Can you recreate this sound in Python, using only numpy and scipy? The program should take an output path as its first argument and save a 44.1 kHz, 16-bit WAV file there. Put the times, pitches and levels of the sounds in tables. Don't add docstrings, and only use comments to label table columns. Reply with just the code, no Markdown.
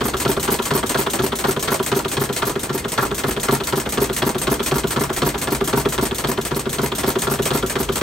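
import sys
import numpy as np
from scipy import signal
from scipy.fft import rfft, irfft, next_fast_len
from scipy.io import wavfile

SR = 44100
rng = np.random.default_rng(int(sys.argv[2]) if len(sys.argv) > 2 else 0)


def to_linear_factor(level_db):
    exponent = np.asarray(level_db, float) / 20
    return 10 ** exponent


def generate_wav(sig):
    pcm = np.round(np.clip(np.atleast_2d(sig).T, -1, 1) * 32767).astype(np.int16)
    wavfile.write(sys.argv[1], SR, pcm)


N = 353661
SIZE = next_fast_len(N + SR)
HZ = np.fft.rfftfreq(SIZE, 1 / SR) + 1e-3

# (t/s of the turn, thud level/dB, rattle level/dB)
STROKES = [(0.0068, -1, -0.5), (0.141, 2, 2), (0.2494, 2, 0), (0.3709, 3, 1.5), (0.4765, 0.5, 0.5),
           (0.5934, -0.0, 1.0), (0.7058, 1, 2), (0.8339, 0.5, 2.5), (0.9438, -1, 1.5), (1.0683, 0.5, 4.5),
           (1.1888, 0, 0), (1.326, -1, 1.5), (1.4393, 0.5, 1.5), (1.568, 1, 0.5), (1.6749, -2.5, 3),
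           (1.7983, -0.5, -0.5), (1.9161, 0.5, 1.5), (2.0527, -1, 1.0), (2.1673, -1, 1.0), (2.2957, 0.5, 0),
           (2.4194, -3.5, 2), (2.5602, 0, -1), (2.6926, -1.5, -4), (2.85, -0.5, -1.5), (2.9763, -1, 3),
           (3.1145, -0.0, -0.5), (3.236, 0.5, -1.5), (3.3705, 0.5, 1), (3.4814, 2, -0.0),
           (3.6065, -1.5, -0.5), (3.7241, 1, -0.5), (3.863, 0.5, 1), (3.973, 1, 0.0), (4.0984, 1.5, -1.5),
           (4.2193, 1, 1), (4.3525, 0.5, 1), (4.4687, 3, 0.5), (4.6008, 1, 2), (4.7115, 2.5, 0.0),
           (4.841, 3.5, -0.5), (4.9611, 0.5, 0.5), (5.1, 0.0, 1), (5.2177, 1.5, 0.5), (5.348, 0, 1.5),
           (5.4717, 0.5, -1.0), (5.6123, 2, 1.5), (5.7278, 2.5, 0.5), (5.8567, 6, 0.5), (5.9785, 0, 0.5),
           (6.1157, -1.0, -0.5), (6.2382, -1.5, 0.5), (6.3799, 3, 0.5), (6.5097, 0, -3.0),
           (6.6636, -0.5, -1.5), (6.7838, 0.5, -0.5), (6.9232, -1.5, 2.5), (7.0326, -0.0, 0.5),
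           (7.1595, 2, 1.5), (7.269, 0, 0), (7.3947, 2, 0.5), (7.504, -0.5, 0.5), (7.6313, 2.5, -1),
           (7.7537, -0.5, -1), (7.8931, 2, 0.5), (8.0095, 3, 0.5), (8.1249, 0.0, 0.0)]


def every_cycle(contact, column):
    valve_db_per_percent = 0.17
    lead_deg = 20
    uneven_db = 1.13
    turn_s, thud_db, rattle_db = np.transpose(STROKES)
    speed = 1 / np.gradient(turn_s)
    percent_faster = 100 * (speed / speed.mean() - 1)
    drive_db = {"thud": thud_db, "rattle": rattle_db, "speed": valve_db_per_percent * percent_faster}
    angle = contact[0] + 360 * np.arange(len(turn_s) // 2)
    times = np.interp(angle / 180, np.arange(len(turn_s)), turn_s)
    stroke = ((angle + lead_deg) // 180).astype(int)
    mean_db, follows = contact[column]
    db = mean_db + drive_db[follows][stroke]
    db = db + uneven_db * rng.standard_normal(len(angle))
    heard = times < N / SR
    return times[heard], db[heard]


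# (crank angle/deg, then for each sound (level/dB before trims, what it follows))
FIRST_KNOCK = (0.0, (-12.5, "rattle"), (-15, "thud"))
HEAVY_THUD = (60.5, (-16, "thud"), (-22, "speed"), (-15.0, "rattle"))
RETURN_KNOCK = (170.6, (-15.5, "rattle"), (-14, "thud"))
# (f/Hz, level/dB)
KNOCK_COLOUR = [(1200, -3), (2200, -6.5), (3400, -2), (5500, -14.5), (9000, -20), (16000, -32)]
RETURN_COLOUR = [(1200, -11.5), (2200, -6.5), (3400, 0.5), (5500, -21), (9000, -24), (16000, -46)]
JOINT_COLOUR = [(200, -4), (500, 4), (900, 2.5), (1400, 2.5), (2000, -10), (3500, -21.5)]


def linkage():
    first = burst(FIRST_KNOCK, 1, KNOCK_COLOUR, 0.00044, 0.0078, t60=0.062, per_s=2700, spread_db=-2)
    first += burst(FIRST_KNOCK, 1, JOINT_COLOUR, 0.0044, 0.013, t60=0.095, per_s=3000, spread_db=-1.3)
    heavy = burst(HEAVY_THUD, 3, JOINT_COLOUR, 0.0029, 0.013, t60=0.05, per_s=3000, spread_db=2.5, trim_db=-2.5)
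    heavy += burst(HEAVY_THUD, 3, KNOCK_COLOUR, 0.002, 0.013, t60=0.1, per_s=1800, spread_db=8, trim_db=-20)
    back = burst(RETURN_KNOCK, 1, RETURN_COLOUR, 0.0018, 0.0076, t60=0.044, per_s=3000, spread_db=-1)
    back += burst(RETURN_KNOCK, 1, JOINT_COLOUR, 0.0034, 0.013, t60=0.08, per_s=3000, spread_db=2.5, trim_db=-1.5)
    return first + heavy + back


# (f/Hz, t60/s, rise/s,
# level/dB when struck by the first knock, by the heavy thud, by the return knock)
BLOCK = [(61.4, 0.21, 0.019, -50, -11.5, -19), (140.5, 0.18, 0.014, 1.5, -3.5, -8.5),
         (162, 0.09, 0.015, -22, -16, -2), (230.6, 0.14, 0.002, -12, -5, -7.5),
         (255.3, 0.081, 0.0022, -1, 2, -6), (301.4, 0.096, 0.0015, -21.5, -0.5, -12.5),
         (366.4, 0.071, 0.0026, 1.5, -16, -5), (390.8, 0.076, 0.005, 4, 9.5, 4.5),
         (476.3, 0.07, 0.0047, -3, -4.5, -6.5), (694, 0.13, 0.0029, -11, -11, -18),
         (920, 0.15, 0.0015, -22, -9, -34), (1410, 0.025, 0.001, -13, -32, -9)]


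def block():
    strength_db, pitch_spread = 1.7, 0.021
    t = np.arange(SR // 4) / SR
    out, modes = np.zeros(N + 2 * len(t)), np.array(BLOCK)
    hz, t60, rise = modes[:, :3, None].transpose(1, 0, 2)
    shape = (1 - np.exp(-t / rise)) * to_linear_factor(-60 * t / t60)
    blows = [(FIRST_KNOCK, 2, 0.007), (HEAVY_THUD, 1, 0.001), (RETURN_KNOCK, 2, 0.009)]
    for k, (contact, column, delay) in enumerate(blows):
        for s, db in zip(*every_cycle(contact, column)):
            chance = rng.standard_normal((2, len(modes), 1))
            gain = to_linear_factor(db + modes[:, 3 + k, None] + strength_db * chance[0])
            pitch = hz * (1 + pitch_spread * chance[1])
            start = round((s + delay) * SR)
            out[start:start + len(t)] += np.sum(gain * shape * np.sin(2 * np.pi * pitch * t), axis=0)
    return rfft(out[:N], SIZE)


# (crank angle/deg, then for each sound (level/dB before trims, what it follows))
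EARLY_HISS = (40.5, (-26.5, "speed"))
EARLY_CLACK = (96.3, (-19, "speed"), (-24, "rattle"))
LATE_HISS = (223.4, (-24.5, "speed"))
LATE_CLACK = (276.8, (-16, "speed"), (-25.5, "rattle"))
# (f/Hz, level/dB)
TICK_COLOUR = [(1800, -26), (2800, -0.5), (3800, 5), (5000, -8.5), (8000, -22)]
CLACK_COLOUR = [(700, -35), (1500, -3), (2400, -0.5), (3600, -3), (5500, -5.5), (8500, 1.5), (12000, -3),
                (15500, -6)]
DULL_COLOUR = [(120, 6.5), (300, 15), (700, 9), (1300, 4.5), (2000, -9.5), (4000, -30)]


def valve_gear():
    ticks = burst(EARLY_HISS, 1, TICK_COLOUR, 0.00074, 0.002, t60=0.085, per_s=4300, spread_db=7.5)
    ticks += burst(LATE_HISS, 1, TICK_COLOUR, 0.0007, 0.0051, t60=0.065, per_s=5000, spread_db=-2)
    early = burst(EARLY_CLACK, 1, CLACK_COLOUR, 0.00068, 0.0044, t60=0.029, per_s=14000, spread_db=-2.7)
    early += burst(EARLY_CLACK, 1, CLACK_COLOUR, 0.00093, 0.021, t60=0.094, per_s=14000, spread_db=0.5,
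                   trim_db=-5.5)
    early += burst(EARLY_CLACK, 2, DULL_COLOUR, 0.00066, 0.011, t60=0.099, per_s=4000, spread_db=0.5)
    late = burst(LATE_CLACK, 1, CLACK_COLOUR, 0.00067, 0.0023, t60=0.056, per_s=14000, spread_db=-1,
                 trim_db=-1.5)
    late += burst(LATE_CLACK, 1, CLACK_COLOUR, 0.00083, 0.026, t60=0.11, per_s=14000, spread_db=-0.5,
                  trim_db=-5.5)
    late += burst(LATE_CLACK, 2, DULL_COLOUR, 0.0023, 0.02, t60=0.15, per_s=3000, spread_db=1.5)
    return ticks + early + late


# (f/Hz, level/dB)
HISS_COLOUR = [(1000, -25), (2200, -6), (3800, -0.5), (5500, -1), (8500, 0.5), (12000, -0.5), (15500, -5)]
RUSH_COLOUR = [(2200, -2), (4000, -7), (7000, -7.5), (10000, 1), (12500, 6), (15500, 0)]
LATE_HISS_COLOUR = [(1000, -8), (2200, -9), (3400, -5.5), (4600, -11.5), (6500, 0.5), (8500, -0.5),
                    (12000, 0.5), (15500, -3)]
SWELL_COLOUR = [(3500, -30), (5000, 0.5), (6400, -4), (7500, -3), (9000, -13), (11000, -24)]


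def gas():
    early = burst(EARLY_HISS, 1, HISS_COLOUR, 0.0012, 0.017, t60=0.28, per_s=15000, spread_db=2)
    rush = burst(HEAVY_THUD, 2, RUSH_COLOUR, 0.0011, 0.018, t60=0.026, per_s=15000, spread_db=3.5)
    late = burst(LATE_HISS, 1, LATE_HISS_COLOUR, 0.001, 0.0094, t60=0.24, per_s=15000, spread_db=-1)
    swell = burst(LATE_HISS, 1, SWELL_COLOUR, 0.029, 0.02, t60=0.11, per_s=14000, spread_db=2)
    return early + rush + late + swell


# (f/Hz, width/Hz, level/dB over the plain sound)
FRAME = [(644, 19, -4.5), (987, 146, -5.5), (1140, 142, -3.5), (1373, 67, 1), (1720, 180, -3.5),
         (2064, 62, -2), (2470, 81, -11), (3230, 210, -10), (3910, 46, -17), (4330, 310, -6.5),
         (5440, 40, 2), (6350, 450, -8), (7100, 120, -30), (8440, 390, -4.5), (10630, 176, 1.5),
         (12300, 110, -23)]


def frame(spectrum, swing_db, rate):
    plain = irfft(spectrum, SIZE)[:, :N]
    out = plain.copy()
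    for hz, width, db in FRAME:
        r = np.exp(-np.pi * width / SR)
        poles = [1, -2 * r * np.cos(2 * np.pi * hz / SR), r * r]
        zeros = [(1 - r * r) / 2, 0, (r * r - 1) / 2]
        drive = plain * to_linear_factor(db + swing_db * drift(rate))
        out += signal.lfilter(zeros, poles, drive)
    return rfft(out, SIZE)


# (f/Hz, level/dB, only the shape counts)
BEARINGS = [(60, -13), (100, 6.5), (230, 4), (400, 5.5), (650, -5), (1400, -9), (5000, -19.5), (9000, -21),
            (16000, -36)]
BENCH_COLOUR = [(20, -17), (42, 2), (62, 7.5), (85, -3), (120, -39)]
# (t/s, level/dB)
BENCH_HUM = [(0, -35), (2.9, -42), (3.1, -37), (8.02, -38)]


def bearings():
    rumble_db, waver_db, waver_per_s = -32, 1, 9.0
    s, level_db = np.transpose(BENCH_HUM)
    hum_db = np.interp(np.arange(N) / SR, s, level_db) + waver_db * drift(waver_per_s)
    rumble = to_linear_factor(rumble_db) * steady(BEARINGS)
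    hum = to_linear_factor(hum_db) * steady(BENCH_COLOUR)
    return rfft(rumble + hum, SIZE)


def room():
    t60_s, level_db, first_return_s = 0.17, -15.5, 0.004
    t = np.arange(SR // 2) / SR
    tail = rng.standard_normal((2, len(t))) * to_linear_factor(-60 * t / t60_s) * (t > first_return_s)
    tail = signal.lfilter([0.4], [1, -0.6], tail)
    tail = signal.lfilter([1, -1], [1, -0.93], tail)
    energy = np.sum(tail ** 2, axis=1, keepdims=True)
    return to_linear_factor(level_db) * rfft(tail / np.sqrt(energy), SIZE)


def burst(contact, column, colour, rise, hold, t60, per_s, spread_db, trim_db=0):
    noise = envelope(contact, column, rise, hold, t60) * grains(per_s, spread_db)
    return to_linear_factor(trim_db) * rfft(noise, SIZE) * to_linear_factor(at_hz(colour))


def envelope(contact, column, rise, hold, t60):
    times, db = every_cycle(contact, column)
    t = np.arange(SR // 4) / SR
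    shape = (1 - np.exp(-t / rise)) * to_linear_factor(-60 * np.maximum(t - hold, 0) / t60)
    return signal.fftconvolve(clicks(times, to_linear_factor(db)), shape)[:N]


def clicks(times, gains):
    out = np.zeros(N)
    np.add.at(out, np.clip(np.round(times * SR).astype(int), 0, N - 1), gains)
    return out


def grains(per_s, spread_db):
    born = rng.random((2, N)) < per_s / SR
    size = to_linear_factor(spread_db * np.minimum(rng.exponential(1, (2, N)), 4))
    x = born * rng.standard_normal((2, N)) * size
    return x / np.sqrt(np.mean(x ** 2))


def steady(colour):
    x = irfft(rfft(rng.standard_normal((2, N)), SIZE) * to_linear_factor(at_hz(colour)), SIZE)[:, :N]
    return x / np.sqrt(np.mean(x ** 2))


def drift(rate):
    knots = np.arange(0, N / SR + 1, 1 / rate)
    return np.interp(np.arange(N) / SR, knots, rng.standard_normal(len(knots)))


def at_hz(points, column=1):
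    points = np.array(points)
    return np.interp(np.log(HZ), np.log(points[:, 0]), points[:, column])


# (f/Hz, likeness 0 to 1, level/dB by which left is louder, phase/rad by which left leads)
PORTS = [(60, .97, 1.2, 0), (150, .98, 2, 0), (380, .95, -1.5, 0), (650, .68, 1, .3), (1030, .7, -.3, -.8),
         (1900, .75, 1.3, .1), (3200, .8, 1.6, .7), (5200, .55, 4, .5), (7500, .7, 2, .5)]


def scene():
    metal = frame(linkage() + valve_gear() + gas(), swing_db=4.5, rate=45)
    shared, unshared = metal + bearings()
    wood = block()
    sign = np.array([[1], [-1]])
    alike = np.clip(at_hz(PORTS, column=1), 0, 1)
    ports = np.sqrt((1 + alike) / 2) * shared + np.sqrt((1 - alike) / 2) * unshared * sign + wood
    ports = ports * to_linear_factor(sign * at_hz(PORTS, column=2) / 2)
    ports = ports * np.exp(0.5j * sign * at_hz(PORTS, column=3))
    return irfft(ports + room() * (shared + wood), SIZE)[:, :N]


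def top_cut(x):
    return signal.sosfilt(signal.butter(12, 17000, fs=SR, output="sos"), x)


def record(dry):
    ceiling, rumble_cut_hz, cutoff_hz = 0.64, 24, 15800
    treble_hz, lag_s, in_step_hz, dwell_rad = 7660, 0.000277, 8370, 0.3
    both = rfft(ceiling * np.tanh(dry / ceiling), SIZE)
    sign = np.array([[1], [-1]])
    high = 1 / (1 + (treble_hz / HZ) ** 24)
    turn = 2 * np.pi * (HZ - in_step_hz) * lag_s
    lag = np.exp(-0.5j * sign * (turn - dwell_rad * np.sin(2 * turn)))
    edges = 1 / (1 + (rumble_cut_hz / HZ) ** 2) / (1 + (HZ / cutoff_hz) ** 300)
    joined = (1 - high) * both + high * both.mean(axis=0) * lag
    mix = irfft(edges * joined, SIZE)[:, :N]
    return top_cut(mix)


dry = scene()
out = record(dry)
generate_wav(out)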